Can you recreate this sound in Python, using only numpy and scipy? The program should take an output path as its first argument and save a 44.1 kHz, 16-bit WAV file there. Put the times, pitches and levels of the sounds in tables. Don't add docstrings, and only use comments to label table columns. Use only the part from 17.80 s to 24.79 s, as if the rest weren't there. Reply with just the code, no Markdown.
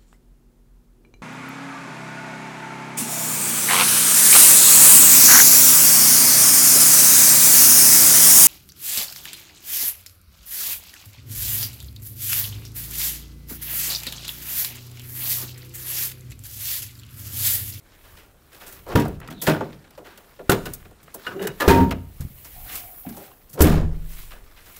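import sys
import numpy as np
from scipy import signal
from scipy.io import wavfile

SR = 44100
rng = np.random.default_rng(int(sys.argv[2]) if len(sys.argv) > 2 else 0)


def log_audio(samples):
    frames = np.atleast_2d(samples).T
    limited = np.clip(frames, -1, 1)
    pcm = np.round(limited * 32767).astype(np.int16)
    wavfile.write(sys.argv[1], SR, pcm)


def level_to_linear(level):
    exponent = np.asarray(level, float) / 20
    return 10 ** exponent


N = 308341
TIME = np.arange(N) / SR
EDGES = np.minimum(22 * 2 ** np.arange(0, 9.8, .4), 17000)
CENTRES = np.sqrt(EDGES[1:] * EDGES[:-1])


def unit_rms(x):
    return x / np.sqrt(np.mean(x ** 2) + 1e-20)


def in_time(rows):
    s, *columns = np.transpose(rows)
    return [np.interp(TIME, s, column) for column in columns]


def at_hz(points, hz):
    points = np.array(points)
    return np.interp(np.log(hz), np.log(points[:, 0]), points[:, 1])


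def band(x, k):
    return signal.sosfilt(signal.butter(2, EDGES[k:k + 2], "band", fs=SR, output="sos"), x)


def drift(rate_hz):
    r = np.exp(-20 * np.pi * rate_hz / SR)
    slow = signal.lfilter([1], [1, -2 * r, r * r], rng.standard_normal(N // 10 + 4002))[4000:]
    return np.interp(np.arange(N) / 10, np.arange(len(slow)), unit_rms(slow))


def dying(t60):
    t60 = max(t60, .004)
    return level_to_linear(-60 * np.arange(int(t60 * SR * 4 / 3)) / (t60 * SR))


def mix_in(track, sound, at):
    track[at:at + len(sound)] += sound[:N - at]


def coloured(spectrum, patchy_db, flicker_hz):
    white, together = rng.standard_normal((2, N)), drift(flicker_hz)
    out = np.zeros(N)
    for k, hz in enumerate(CENTRES):
        if spectrum[0][0] < hz < spectrum[-1][0]:
            level_db = at_hz(spectrum, hz) + patchy_db * (together + drift(19))
            out += level_to_linear(level_db) * band(white[k % 2], k)
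    return unit_rms(out)


def swells(rows, still_db):
    power = level_to_linear(still_db) ** 2
    for s, peak_db, swell, fade in rows:
        away = np.where(TIME < s, (s - TIME) / max(swell, .01), (TIME - s) / max(fade, .01))
        power = power + level_to_linear(peak_db - 22.5 * np.minimum(away, 8)) ** 2
    return np.sqrt(power)


def friction(rows, slips_per_s, width_hz):
    hz, level_db = in_time(rows)
    slips = (rng.random(N) < slips_per_s / SR) * rng.standard_normal(N)
    r = np.exp(-np.pi * width_hz / SR)
    turn = np.exp(2j * np.pi * np.cumsum(hz) / SR)
    ring = np.real(turn * signal.lfilter([1], [1, -2 * r, r * r], slips / turn))
    to_nearer_end = np.minimum(TIME - rows[0][0], rows[-1][0] - TIME)
    sounding = np.clip(to_nearer_end / 0.018, 0, 1)
    return level_to_linear(level_db - 2.0) * sounding * unit_rms(ring)


def panels(blows):
    out = np.zeros(N)
    for s, blow_db, shaking, modes in blows:
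        burst = dying(shaking)[:SR // 2]
        white = rng.standard_normal((len(modes), SR // 2))[:, :len(burst)]
        rattle = white * burst / np.sqrt(shaking * 10)
        for shake, (hz, mode_db, t60) in zip(rattle, modes):
            force = np.full(SR * 3 // 2, 1e-18)
            quick = hz / (hz + 95.0)
            force[:len(shake)] += quick * shake
            force[0] += 29.0 * (1 - quick) ** 2
            r, w = level_to_linear(-60 / (min(t60, 1.5) * SR)), 2 * np.pi * hz / SR
            ring = signal.lfilter([0, np.sin(w)], [1, -2 * r * np.cos(w), r * r], force)
            mix_in(out, level_to_linear(blow_db + mode_db) * ring, round(s * SR))
    return out


# (frequency [Hz], level [dB])
FLOOR = [(15, -30), (25, -1), (660, -12.5), (1020, -19), (1400, -23), (5280, -33.5), (10400, -25.5),
         (16000, -57)]


def quiet_garage():
    return level_to_linear(-58) * coloured(FLOOR, 0.58, 0.64)


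# (frequency [Hz], T60 [s])
GARAGE_T60 = [(60, 0.71), (300, 0.41), (1500, 0.37), (6000, 0.43), (15000, 0.3)]


def garage_echoes(x):
    t, white = np.arange(SR) / SR, rng.standard_normal(SR)
    echoes = np.zeros(SR)
    for k, hz in enumerate(CENTRES):
        t60 = max(at_hz(GARAGE_T60, hz), .05)
        echoes += band(white, k) * level_to_linear(-3.0 * np.log2(1 + hz / 1000) - 60 * t / t60)
    echoes *= np.clip(t / 0.0084, 0, 1)
    return signal.fftconvolve(x, echoes / np.sqrt(np.sum(echoes ** 2)))[:N]


# (frequency [Hz], level [dB per Hz])
RUMBLE = [(20, 8), (35, -1), (80, -1.5), (160, -15.5), (300, -34.5), (600, -53)]
# (time [s], level [dB], swell [s], fade [s])
HANDLING = [
    (.33, -51, .4, 0.4),
    (.93, -50, 0.18, 0.6),
    (1.3, -35, 0.45, 0.27),
    (2.85, -36, 0.2, 0.32),
    (4.05, -39.5, 0.49, 0.59),
    (4.44, -39, 0.14, 0.18),
    (4.85, -45, 0.52, 0.57),
    (5.95, -40.5, 0.23, 0.97),
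    (6.45, -51, .4, 0.14),
]


def microphone_grip():
    return swells(HANDLING, -61) * coloured(RUMBLE, 1.36, 9.0)


# (frequency [Hz], level [dB per Hz])
FABRIC = [(6000, -30), (9000, -17), (12000, -3.5), (14300, 4), (17000, -7)]
# (time [s], level [dB], swell [s], fade [s])
SLIDES = [(5.2, -44, .3, 0.48), (5.1, -45.5, 0.75, .6), (4.86, -41.5, .6, 0.83), (4.95, -43.5, .5, .7),
          (5.4, -56.5, .5, 0.31), (7.1, -48, .3, 0.15), (0.93, -48, .3, 0.22), (8.3, -50, 0.25, .3),
          (1.66, -45, .08, 0.11)]


def sliding_fabric():
    return swells(SLIDES, -90.0) * coloured(FABRIC, .6, 9.0)


# (frequency [Hz], level [dB per Hz])
SHUFFLE = [(150, -10), (300, -1), (600, -11.5), (1300, 2), (2500, -6), (4000, -7.5), (8000, -16)]
CLOTH = [(2000, -4), (4000, -10.5), (7000, -12), (10000, -5), (13000, -8), (16500, 2)]
# (time [s], level [dB], swell [s], fade [s], cloth share [dB])
GESTURES = [(.33, -60.5, 0.56, 0.35, 6), (.74, -52.5, 0.16, 0.35, -30), (.93, -52, 0.34, 0.24, 3),
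            (1.3, -47.5, 0.22, 0.13, -7), (1.67, -37, 0.056, 0.11, 3), (1.93, -53, 0.82, 0.16, -7),
            (2.45, -61.5, 1, 0.55, 1.5), (2.9, -52, 0.43, 0.26, 3.5), (3.45, -49.5, 0.35, 0.8, -2.5),
            (3.93, -29.5, 0.14, 0.14, 1), (4.439, -61.5, 0.51, 0.26, 8), (4.75, -56, 0.6, .4, 9),
            (4.959, -43.5, 0.16, 0.15, 10), (5.45, -51.5, 0.51, 0.15, 4), (5.86, -27.5, 0.041, 0.13, -17),
            (6.39, -47, 0.3, 0.31, 4), (6.99, -49, 0.44, 0.36, 2)]


def moving_person():
    shuffle = swells([row[:-1] for row in GESTURES], -62.5) * coloured(SHUFFLE, 2.38, 4.4)
    sleeve = [(s, peak_db + cloth_db, swell, fade) for s, peak_db, swell, fade, cloth_db in GESTURES]
    rustle = swells(sleeve, -75) * coloured(CLOTH, 1.2, 40.)
    crackle = level_to_linear(3 * drift(107) - 2.0)
    return shuffle * crackle + rustle


# (frequency [Hz], level [dB], T60 [s])
CABIN = [(13.16, -7.5, 1.8), (34.8, -5, 1.38), (78.5, -11, 0.54), (150, -15, 0.4)]
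ENGINE_BAY = [(58.4, -13, 0.93), (87.9, 3, 0.79)]
CABIN_HIGH = [(157, 3.5, 0.74), (74, -16, .3)]
BONNET_LOW = [(91.9, -2, 0.42), (118, -6, .2), (165, -2, .3), (193, 4, 0.45), (272.7, -6, 0.28),
              (360, -7, 0.18)]
SEAT = [(84, -7.5, 0.079), (136, -9, 0.1)]
# (time [s], level [dB], shaking T60 [s], cavity)
BOOMS = [
    (5.845, -33, 0.056, CABIN),
    (3.92, -29.5, 0.052, ENGINE_BAY),
]
# (time [s], level [dB], shaking T60 [s], panel)
REBOUNDS = [
    (3.91, -33, .1, BONNET_LOW),
    (4.005, -35.5, 0.082, BONNET_LOW),
    (5.846, -30, .03, CABIN_HIGH),
    (6.039, -28.5, 0.016, SEAT),
]


def hollow_booms():
    return panels(BOOMS) + panels(REBOUNDS)


# (frequency [Hz], level [dB], T60 [s])
CLIP_HIGH = [(2400, -5, 0.0083), (3300, -0.5, 0.0083), (4600, -3, .008), (7000, -10, 0.005)]
CLIP_LOW = [(1300, -1, .015), (1890, -1, 0.0099), (2500, -7.5, 0.0096)]
# (time [s], level [dB], shaking T60 [s], clip)
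TICKS = [(1.4025, -66, .012, CLIP_LOW), (1.415, -60, .02, CLIP_LOW), (1.4755, -57, .012, CLIP_HIGH),
         (1.487, -56, .012, CLIP_LOW), (1.525, -60, .012, CLIP_HIGH), (1.931, -66, .012, CLIP_HIGH),
         (3.055, -62, .015, CLIP_LOW), (3.281, -62, .015, CLIP_LOW), (4.094, -62, .012, CLIP_HIGH),
         (4.957, -54, .015, CLIP_HIGH), (3.596, -56, .015, CLIP_LOW)]


def clip_ticks():
    return panels(TICKS)


# (time [s], resonance [Hz], level [dB])
HANDLE_SCRAPE = [(1.05, 550, -47), (1.082, 517, -45), (1.112, 481, -29), (1.146, 493, -34),
                 (1.152, 494, -20)]
HANDLE_GRIT = [(1.06, 4200, -71), (1.13, 4600, -39), (1.16, 4400, -58)]


def door_handle():
    return friction(HANDLE_SCRAPE, 2500., 1100.0) + friction(HANDLE_GRIT, 180., 2500.)


# (time [s], resonance [Hz], level [dB])
HINGE_SQUEAK = [(1.525, 4100, -50), (1.546, 4000, -55), (1.61, 3560, -48), (1.63, 3500, -18)]
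HINGE_CREAK = [
    [(4.72, 774, -77), (4.756, 750, -51), (5.004, 706, -51), (5.062, 720, -47.5), (5.19, 725, -59),
     (5.22, 744, -94)],
    [(5.25, 750, -13), (5.264, 715, -55), (5.334, 730, -49), (5.38, 820, -49), (5.488, 754, -50),
     (5.56, 766, -64)],
]


def door_hinge():
    squeak = friction(HINGE_SQUEAK, 2200.0, 480.0)
    return squeak + sum(friction(rows, 2700.0, 130.0) for rows in HINGE_CREAK)


# (time [s], resonance [Hz], level [dB])
SEAL_SQUEEZE = [(5.735, 440, -66.5), (5.751, 462, -45.5), (5.803, 391, -30)]


def door_seal():
    return friction(SEAL_SQUEEZE, 4000., 500.0)


# (time [s], resonance [Hz], level [dB])
CABLE_RUB = [(3.47, 1400, -53), (3.52, 1300, -37), (3.58, 1350, -52), (3.62, 1500, -40), (3.68, 1600, -40),
             (3.72, 1500, -59)]
# (time [s], resonance [Hz], level [dB])
LEVER_GROAN = [(3.48, 365, -63), (3.516, 380, -46), (3.554, 364, -31), (3.638, 410, -25), (3.68, 408, -29),
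               (3.74, 396, -61)]


def bonnet_lever():
    out = friction(CABLE_RUB, 3000., 810.0) + friction(LEVER_GROAN, 6000.0, 75.0)
    partials = [(.5, -7, 540., 62.), (1.5, -15, 5000., 70.), (2, -17.5, 5000., 70.)]
    for multiple, share_db, slips_per_s, width_hz in partials:
        glide = [(s, hz * multiple, db) for s, hz, db in LEVER_GROAN]
        out += level_to_linear(share_db) * friction(glide, slips_per_s, width_hz)
    return out


# (frequency [Hz], width [Hz], level [dB])
SHELL = [(162.7, 3.9, -11), (232.7, 37.5, 3.5), (303, 28, -4), (393, 43, 7), (453, 166, -6.5), (707, 94, 5),
         (931, 37, -8), (1200, 68, 5), (1395, 49, -1), (1592, 130, 6.5), (2020, 120, -12), (2510, 85, 5.5),
         (3560, 240, -13.5), (12400, 2300, 4.5)]


def shell(x):
    out = level_to_linear(-2) * x
    for k, (hz, width, peak_db) in enumerate(SHELL):
        r = np.exp(-np.pi * width / SR)
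        top = np.array([1, 0, -1]) * (1 - r * r) / 2 * (-1) ** k
        out = out + level_to_linear(peak_db) * signal.lfilter(top, [1, -2 * r * np.cos(2 * np.pi * hz / SR), r * r], x)
    return out


# (time [s], body level [dB], bright edge level [dB], ring T60 at 1 kHz [s])
SCUFFS = [(.364, -39.5, -44.5, .44), (.921, -57, -36, .22), (4.722, -57, -54, .16),
          (4.8394, -47, -47, 0.19), (4.883, -32, -39, 0.49), (6.2821, -48.5, -39.5, 0.94),
          (6.759, -40, -51, 0.5), (6.9596, -48, -33.5, .18)]
SNAPS = [(.2334, -45.5, -51, 0.66), (.716, -44.5, -43, 1), (.8015, -39.5, -43, 0.59),
         (.862, -53, -35, 0.52), (1.4, -45, -29, 0.039), (1.4125, -34.5, -77, 0.38),
         (1.4757, -42, -31, 0.062), (2.0404, -40.5, -50, 0.09), (2.105, -46, -37, 0.049),
         (2.2434, -38, -46, 0.78), (2.3738, -42.5, -31, 0.074), (2.7155, -12.5, -15, 0.11),
         (2.9344, -41, -13.5, 0.095), (3.2754, -39.5, -72, 0.046), (3.6172, -31, -27.5, 0.29),
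         (3.67, -25.5, -11.5, 0.063), (3.7995, -14.5, -17.5, 0.22), (4.1074, -14.5, -21.5, 0.092),
         (4.6453, -38.5, -29, 0.18), (4.953, -42, -14.5, 0.12), (6.5054, -34.5, -41, 0.3),
         (6.856, -45.5, -41, 0.34)]
THUMPS = [(1.194, -13.5, -28, 0.25), (1.28, -37, -26.5, 0.046), (1.524, -38, -42, 0.15),
          (3.2271, -37, -40, 0.18), (3.676, -22.5, -48, 0.1), (4.404, -25.5, -29.5, 0.16),
          (5.2878, -23, -27, 0.09), (5.691, -40.5, -37, 0.35), (5.7295, -27.5, -28, 0.2)]
KNOCKS_HOLLOW = [(1.061, -27.5, -46, 0.29), (1.0775, -31, -41, 0.62), (1.248, -21.5, -35, 0.15),
                 (1.8058, -19.5, -46, 0.15), (2.1745, -25, -39.5, 0.15), (2.5894, -23, -51, 0.099),
                 (2.692, -3, -46, 0.07), (2.738, -27, -34, 0.3), (3.109, -34, -43, 0.042),
                 (3.3408, -27, -20.5, .13), (3.593, -27.5, -41, 0.35), (3.812, -12, -50, 0.18),
                 (5.3627, -32, -33, 0.35), (5.7734, -19, -48, 0.16), (5.7886, -17.5, -29, 0.23),
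                 (5.8162, -4.5, 6, 0.11)]
CLUNKS = [(1.1158, -27, -39, .15), (1.1513, -16, -22, .3), (1.501, -33, -31, 0.12),
          (1.614, -30, -14.5, 0.27), (1.666, -10.5, -16.5, 0.16), (1.6774, -19, -25.5, 0.44),
          (2.6946, -9, -3, 0.13), (2.8545, -24.5, -23.5, 0.14), (3.0465, -41, -47, 0.12),
          (3.465, -28, -36.5, 0.22), (3.8775, -1.5, -5.5, 0.34), (5.26, -34, -52, 0.14),
          (5.8045, -10, -7.5, 0.24), (5.8394, -11.5, -11.5, 0.45)]
# (contacts, bass level [dB], low-middle level [dB], middle level [dB])
CONTACTS = [
    (CLUNKS, 1.75, -1.8, -.3),
    (KNOCKS_HOLLOW, -14.5, 0.36, -18),
    (THUMPS, .3, -20.5, -16.5),
    (SNAPS, -15, -5, 0.28),
    (SCUFFS, -16, -15, 0.28),
]


def knocks():
    out = np.zeros(N)
    white = rng.standard_normal((2, N)) * level_to_linear(2.4 * drift(200) - 0.84)
    rows = [(*row, *body) for table, *body in CONTACTS for row in table]
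    for k, hz in enumerate(CENTRES):
        shake = np.full(N, 1e-18)
        for s, body_db, treble_db, t60, *tone_db in rows:
            bass_db, low_db, middle_db = body_db + np.array(tone_db)
            colour = [(40, bass_db - 17.0), (130, bass_db + 20.5), (550, low_db + 18),
                      (2500, middle_db + 10), (8000, treble_db + 4.5), (14000, treble_db + 8.5)]
            fall = level_to_linear(at_hz(colour, hz) - 7.5) * dying(t60 * (hz / 1000) ** -.3)
            build_s = (0.00072 + 0.0064 * t60) * (0.72 + hz / 8900.0)
            fall *= 1 - np.exp(-np.arange(len(fall)) / (SR * build_s))
            mix_in(shake, fall, round(s * SR))
        out += band(shake * white[k % 2], k)
    return out


# (frequency [Hz], level [dB], T60 [s])
CATCH = [(393, -4, 0.13), (860, -11, 0.083), (974, -1.5, 0.089), (1212, -2.5, 0.089), (1500, -11, .05),
         (1730, -1.5, 0.067), (1860, -8.5, .06), (2750, -16, .06), (3300, -26, .05)]
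PAWL = [(390, -8, .1), (950, -34, 0.037), (1290, -20, .06), (1500, -9, 0.072), (1730, 0, 0.017),
        (1920, -3.5, 0.023), (2460, -12, 0.027), (2904, -8.5, 0.047), (3800, -14, 0.055)]
SILL = [(169, -2, 0.092), (201.4, 0.5, 0.13), (258, 0.5, 0.087), (307, -12, 0.13)]
BONNET_SKIN = [(325, 9, 0.065), (525, 8, 0.055), (724, -17, 0.27), (950, -5.5, 0.087), (1170, -12, .12),
               (1631, -1, .12), (1970, -9, .1), (2470, -4, 0.12), (2900, -22, .3)]
DOOR_SKIN = [(76.8, -6, .15), (186, 3.5, .08), (231, 3.5, 0.06), (310, 4.5, 0.095), (484, 1, 0.05),
             (637, -14, .1), (1204, -15, 0.11), (1638, -11.5, 0.085), (2160, -14, 0.064)]
STRAP = [(471, -7, 0.07), (884, 3.5, 0.034), (1180, -1.5, 0.034), (1473, -3, 0.05), (2680, -19, 0.032)]
# (time [s], level [dB], shaking T60 [s], panel)
RECOILS = [(5.8405, -25.5, 0.042, DOOR_SKIN), (5.862, -38.5, 0.034, DOOR_SKIN),
           (5.877, -38, 0.025, DOOR_SKIN), (6.031, -49.5, 0.051, SILL), (3.886, -35, 0.074, BONNET_SKIN),
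           (3.912, -52, 0.12, BONNET_SKIN), (3.94, -48, 0.071, BONNET_SKIN), (3.82, -49, .05, CATCH),
           (3.855, -56.5, 0.032, CATCH), (1.808, -49, .05, STRAP), (1.7, -64, .05, STRAP),
           (1.68, -43, .1, STRAP), (1.745, -52.5, 0.067, STRAP), (1.165, -53, 0.073, STRAP),
           (1.185, -50, 0.084, STRAP), (1.105, -58, 0.11, STRAP), (1.25, -56, 0.067, STRAP)]
# (time [s], level [dB], shaking T60 [s], panel)
TEETH = [
    (3.593, -57, .03, PAWL),
    (3.647, -57, .03, PAWL),
    (3.7, -59, .03, PAWL),
]


def recoils():
    return -panels(RECOILS + TEETH)


# (frequency [Hz], level [dB], T60 [s])
LATCH = [(70.4, -10.5, 0.31), (102, -1, 0.22), (158, 2.5, 0.11), (221, -2.5, 0.16), (288, 6.5, 0.12),
         (446, -0.5, 0.11), (535, -14.5, 0.17), (753, -14, 0.098), (953, -12.5, 0.17)]
DOOR_STOP = [(96.6, -2.5, 0.48), (155.6, -4, 0.34), (241.6, 2, 0.25), (308, -11.5, 0.41), (387, -20, 0.11),
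             (576, -27, 0.31), (630, -5, 0.22), (904, -21, 0.32)]
LEVER = [(155, -12, 0.54), (320, -22, .15), (393, 14.5, 0.027), (1350, 2, 0.053), (1470, 2.5, 0.056),
         (2780, -7, 0.046)]
CABLE = [(392, -13.5, 0.17), (970, -25, 0.055), (1250, -9.5, 0.078), (1470, -4.5, 0.12), (1526, 1.5, 0.031),
         (1775, -2.5, 0.026), (2100, -11, 0.024), (2640, -18, 0.075), (2860, -3, 0.052)]
BONNET = [(79, 2.5, 0.47), (93, 4, 0.65), (166.5, 4.5, 0.31), (193.3, 3.5, 0.32), (261.2, 0, 0.44),
          (354, 8, 0.075), (391, 12, 0.11), (487, -10, 0.23), (927, 7, 0.29)]
DOOR = [(32.4, -19, 0.62), (66, 4.5, 0.3), (80.3, 7, 0.4), (112, -22, 0.33), (163, -4, 0.1),
        (228, 3.5, 0.13), (286, -1, 0.24), (401, 10, 0.098), (510, -12, 0.058), (1058, -13.5, 0.28),
        (1585, -27, 0.16)]
GLASS_CLIP = [(12700, -9, .05), (12660, 16.5, 0.08)]
TRIM = [(1040, 0, 0.015), (2890, 0, 0.02)]
# (time [s], level [dB], shaking T60 [s], panel)
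BLOWS = [(1.153, -32.5, 0.13, LATCH), (1.477, -75, 0.016, TRIM), (1.488, -52.5, 1, SILL),
         (1.525, -74, 0.02, TRIM), (2.188, -68, 0.018, TRIM), (1.678, -37, 0.095, DOOR_STOP),
         (2.695, -35, 0.056, LEVER), (2.856, -59, 0.044, CABLE), (3.466, -45.5, 0.047, CABLE),
         (3.61, -54, 0.13, PAWL), (3.67, -47.5, 0.02, PAWL), (3.801, -41.5, 0.19, CATCH),
         (3.878, -32.5, 0.29, BONNET), (4.107, -61, 0.076, CABLE), (4.402, -34.5, 0.11, SEAT),
         (4.45, -41.5, 0.027, SEAT), (4.581, -73, 0.045, TRIM), (5.262, -51, 0.28, SILL),
         (5.515, -65, 0.039, TRIM), (5.806, -30.5, 0.18, DOOR), (5.817, -48, 0.12, GLASS_CLIP),
         (5.846, -34.5, 0.15, DOOR_STOP)]


def heavy_blows():
    return panels(BLOWS)


def scene():
    car = shell(knocks()) + heavy_blows() + recoils() + clip_ticks()
    car += door_hinge() + bonnet_lever() + door_handle() + door_seal()
    person = microphone_grip() + moving_person() + sliding_fabric()
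    return (car + level_to_linear(-18.5) * garage_echoes(car) + person + quiet_garage() + hollow_booms())[None]


def roll_off(x):
    return signal.sosfilt(signal.butter(12, 16500, fs=SR, output="sos"), x)


def record(dry):
    over_db = np.maximum(20 * np.log10(np.abs(dry) + 1e-9) + 3, 0)
    letting_go = 117.0 * TIME
    held_db = np.maximum(np.maximum.accumulate(over_db + letting_go, axis=1) - letting_go, 0)
    held_db = signal.lfilter([.01], [1, -.99], held_db)
    mix = np.clip(dry * level_to_linear(-.8 * held_db), -.94, .94)
    mix = signal.sosfilt(signal.ellip(14, .5, 70, 15700, fs=SR, output="sos"), mix)
    return roll_off(mix)


dry = scene()
out = record(dry)
log_audio(out)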